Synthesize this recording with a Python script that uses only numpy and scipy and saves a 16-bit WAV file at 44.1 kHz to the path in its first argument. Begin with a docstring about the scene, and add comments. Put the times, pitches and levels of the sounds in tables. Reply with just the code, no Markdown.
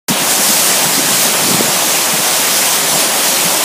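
"""After a moment of silence, a deep roar under a dense hiss: water rains down inside a big cooling
tower and lands in its basin, heard from the open side. Roar and hiss are shaped, drifting noise;
drops are random impulses and bubbles are short decaying tones. The draught rumbles and buffets
a single microphone as low noise, and twice thumps it with a sharp pressure swing."""
import sys
import numpy as np
from scipy import signal
from scipy.fft import rfft, irfft
from scipy.io import wavfile
from scipy.ndimage import uniform_filter1d

SR = 44100
rng = np.random.default_rng(int(sys.argv[2]) if len(sys.argv) > 2 else 0)


def inscribe(sig):
    """Save sig as 16-bit PCM at rate SR to the path in sys.argv[1].

    A 1-D sig is mono; a 2-D sig holds one channel per row.
    Samples are clipped to [-1, 1] before scaling.
    """
    pcm = np.round(np.clip(np.atleast_2d(sig).T, -1, 1) * 32767)
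    wavfile.write(sys.argv[1], SR, pcm.astype(np.int16))


N = 160524
TIME_S = np.arange(N) / SR
FREQ_HZ = np.fft.rfftfreq(N, 1 / SR)


def amp(db):
    """Decibels to gain."""
    return 10 ** (np.asarray(db) / 20)


def unit(x):
    """Scales to an rms of one."""
    return x / np.sqrt(np.mean(x ** 2) + 1e-20)


def curve(points):
    """Joins (time [s], value) points by straight lines."""
    return np.interp(TIME_S, *np.transpose(points))


def colour(x, points):
    """Filters by a spectrum table, read on a log-frequency axis."""
    table_hz, table_db = np.transpose(points)
    gain_db = np.interp(np.log(FREQ_HZ + 1), np.log(table_hz + 1), table_db)
    return irfft(rfft(x) * amp(gain_db), N)


def smooth(x, size, axis=0):
    """Slow random drift: two moving averages, scaled to an rms of one."""
    once = uniform_filter1d(x, size, axis)
    return unit(uniform_filter1d(once, size, axis))


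def wash(points, patch_db, swell_db):
    """Countless impacts merged into noise that swells as a whole and in drifting patches."""
    size, hop = 512, 128  # samples
    frames, bins = N // hop + 5, size // 2 + 1
    real, imag, patches = rng.standard_normal((3, frames, bins))
    patches = smooth(smooth(patches, size=14), size=6, axis=1)  # over time, then frequency
    swell = smooth(rng.standard_normal(frames), size=14)[:, None]
    gain = amp(patch_db * patches + swell_db * swell)
    frames_spectrum = (real + 1j * imag) * gain
    noise = signal.istft(frames_spectrum.T, nperseg=size, noverlap=size - hop)[1][:N]
    return unit(colour(noise, points))


def impacts(per_s, spread_db):
    """Randomly timed impulses of either sign, a few much larger than the rest."""
    size = amp(spread_db * np.minimum(rng.exponential(1, N), 4))
    sign = rng.choice([-1, 1], N)
    struck = rng.random(N) < per_s / SR
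    return size * sign * struck


# draught strength at the microphone: (time [s], level [dB])
DRAUGHT_LEVEL = [(.09, -32), (.7, -33), (1.12, -28.5), (1.36, -32), (1.46, -23.5), (1.6, -22), (1.7, -29),
                 (1.8, -36), (2.8, -33.5), (3.62, -39)]
# draught colour: (frequency [Hz], relative density [dB per Hz])
DRAUGHT_SPECTRUM = [(25, -40), (55, -43), (100, -11.5), (160, 5), (230, 2), (320, -2.5), (500, -10.5),
                    (1000, -28), (3000, -62)]


def wind():
    """The draught rumbles at the microphone: low noise of varying strength."""
    rumble = unit(colour(rng.standard_normal(N), DRAUGHT_SPECTRUM))
    return amp(curve(DRAUGHT_LEVEL)) * rumble


# eddies: (time [s], level [dB], length [s], centre [Hz])
EDDIES = [(0.107, -10.5, 0.0084, 185), (0.121, -16.5, 0.012, 215), (0.225, -22, .022, 217),
          (0.399, -20, .015, 201), (0.501, -15, 0.011, 215), (0.861, -19.5, .016, 190),
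          (0.987, -16, 0.018, 262), (1.041, -25, .012, 280), (1.11, -24, 0.031, 170),
          (1.445, -20, 0.014, 185), (1.489, -17, 0.01, 280), (1.514, -16, .009, 240),
          (1.594, -16, .012, 198), (1.692, -20, 0.018, 188), (2.143, -20.5, .014, 205),
          (2.199, -25, 0.018, 160), (2.946, -24, 0.034, 177), (3.459, -21.5, .028, 187)]
EDDY_WIDTH_OCT = 0.35


def buffets():
    """Each passing eddy is a short burst of turbulence about its own low pitch."""
    out = np.zeros(N)
    turbulence = rfft(rng.standard_normal(N))
    for time_s, level_db, length_s, centre_hz in EDDIES:
        shape = np.exp(-2 * np.minimum(abs(TIME_S - time_s) / length_s, 10) ** 2)
        octaves = np.log2((FREQ_HZ + 1) / centre_hz)
        band = np.exp(-0.5 * np.minimum(abs(octaves) / EDDY_WIDTH_OCT, 10) ** 2)
        burst = unit(shape * irfft(turbulence * band, N))
        out += amp(level_db) * np.sqrt(np.mean(shape ** 2)) * burst  # level holds at any length
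    return out


# pressure swings: (time [s], peak before the low cut [dB], width [s])
PRESSURE_SWINGS = [(1.546, -4, 0.00085), (1.609, -1, 0.00051)]
LOW_CUT_HZ = 200


def thumps():
    """Single swings of air pressure, thinned by the microphone's low cut."""
    pressure = np.zeros(N)
    for time_s, peak_db, width_s in PRESSURE_SWINGS:
        u = (TIME_S - time_s) / width_s
        pressure += amp(peak_db) * u * np.exp((1 - u ** 2) / 2)
    low_cut = signal.butter(2, LOW_CUT_HZ, "high", fs=SR, output="sos")
    return signal.sosfilt(low_cut, pressure)


# roar of the interior: (frequency [Hz], relative density [dB per Hz])
ROAR_SPECTRUM = [(25, -41), (50, -39), (70, -22), (100, -24.5), (160, -10), (260, -4), (490, -3.5),
                 (570, 0.5), (680, -0.5), (900, -1.5), (1400, -8.5), (3000, -10.5), (8000, -15),
                 (15500, -30)]
ROAR_DB, ROAR_PATCH_DB, ROAR_SWELL_DB = -18.5, 0.76, 0.15


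def roar():
    """The far downpour, darkened by the inside of the tower."""
    return amp(ROAR_DB) * wash(ROAR_SPECTRUM, ROAR_PATCH_DB, ROAR_SWELL_DB)


BUBBLES_DB, BUBBLES_PER_S, BUBBLE_SPREAD_DB = -27.5, 600, 1.5
BUBBLE_LOW_HZ, BUBBLE_HIGH_HZ = 898, 6010
BUBBLE_CYCLES, BUBBLE_RISE = 24, 0.015  # cycles to decay to e^-2; phase advance per that span


def bubbles(count=36):
    """Drops trap bubbles of many sizes; each rings briefly and rises in pitch."""
    t = np.arange(SR // 10) / SR
    out = np.zeros(N)
    births = impacts(BUBBLES_PER_S, BUBBLE_SPREAD_DB)
    kind = rng.integers(0, count, N)
    for k, hz in enumerate(np.geomspace(BUBBLE_LOW_HZ, BUBBLE_HIGH_HZ, count)):
        age = hz * t / BUBBLE_CYCLES
        ring = np.exp(-2 * age) * np.cos(2 * np.pi * hz * t * (1 + BUBBLE_RISE * age))
        out += signal.oaconvolve(births * (kind == k), ring)[:N]
    return amp(BUBBLES_DB) * unit(out)


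# hiss of drops landing on the basin: (frequency [Hz], relative density [dB per Hz])
SPLASH_SPECTRUM = [(50, -48), (150, -28), (600, -15.5), (1400, -6), (2300, -3), (2850, -3), (3100, -1.7),
                   (3700, -2.5), (4300, -2.5), (4950, -1), (6600, 0), (8500, -.5), (10500, -2),
                   (12700, -5.5), (15500, -6)]
SPLASH_DB, SPLASH_PATCH_DB, SPLASH_SWELL_DB = -13.5, 1.27, 0.72
DROPS_DB, DROPS_PER_S, DROP_SPREAD_DB = -20.5, 3500, 2.5


def splash():
    """The hiss of the nearer water, with the ticks of the closest drops."""
    hiss = wash(SPLASH_SPECTRUM, SPLASH_PATCH_DB, SPLASH_SWELL_DB)
    drops = unit(colour(impacts(DROPS_PER_S, DROP_SPREAD_DB), SPLASH_SPECTRUM))
    return amp(SPLASH_DB) * hiss + amp(DROPS_DB) * drops


# gain of the water's treble: (time [s], level [dB])
TREBLE_LEVEL = [(.09, 0), (.15, -5), (.25, -1.5), (.32, 1), (.42, 1.6), (.51, 2.5), (.64, 1), (.8, -0.3),
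                (.96, 1), (1.0, -0.8), (1.21, 1.5), (1.32, -0.2), (2.2, -0.74), (2.95, 0), (3.08, -0.7),
                (3.2, -0.5), (3.62, -0.1)]
TREBLE_HZ = 3970


def scene():
    """Water and wind in mono; the water's treble dips and swells early on, then settles."""
    water = roar() + bubbles() + splash()
    high_pass = 1 - 1 / (1 + (FREQ_HZ / TREBLE_HZ) ** 12)
    treble = irfft(rfft(water) * high_pass, N)
    water = water + (amp(curve(TREBLE_LEVEL)) - 1) * treble
    mono = wind() + buffets() + thumps() + water
    return np.array([mono, mono])


START_S, OPEN_S = 0.082, 0.0033
EDGE_HZ = 15450


def record(dry):
    """The microphone opens after a moment of silence; clips at full scale, then band-limits."""
    opened = np.clip((TIME_S - START_S) / OPEN_S, 0, 1)
    clipped = np.clip(dry * opened, -1, 1)
    low_pass = signal.firwin(1023, EDGE_HZ, window=("kaiser", 9), fs=SR)
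    return signal.oaconvolve(clipped, low_pass[None], "same", axes=1)


dry = scene()
out = record(dry)
inscribe(out)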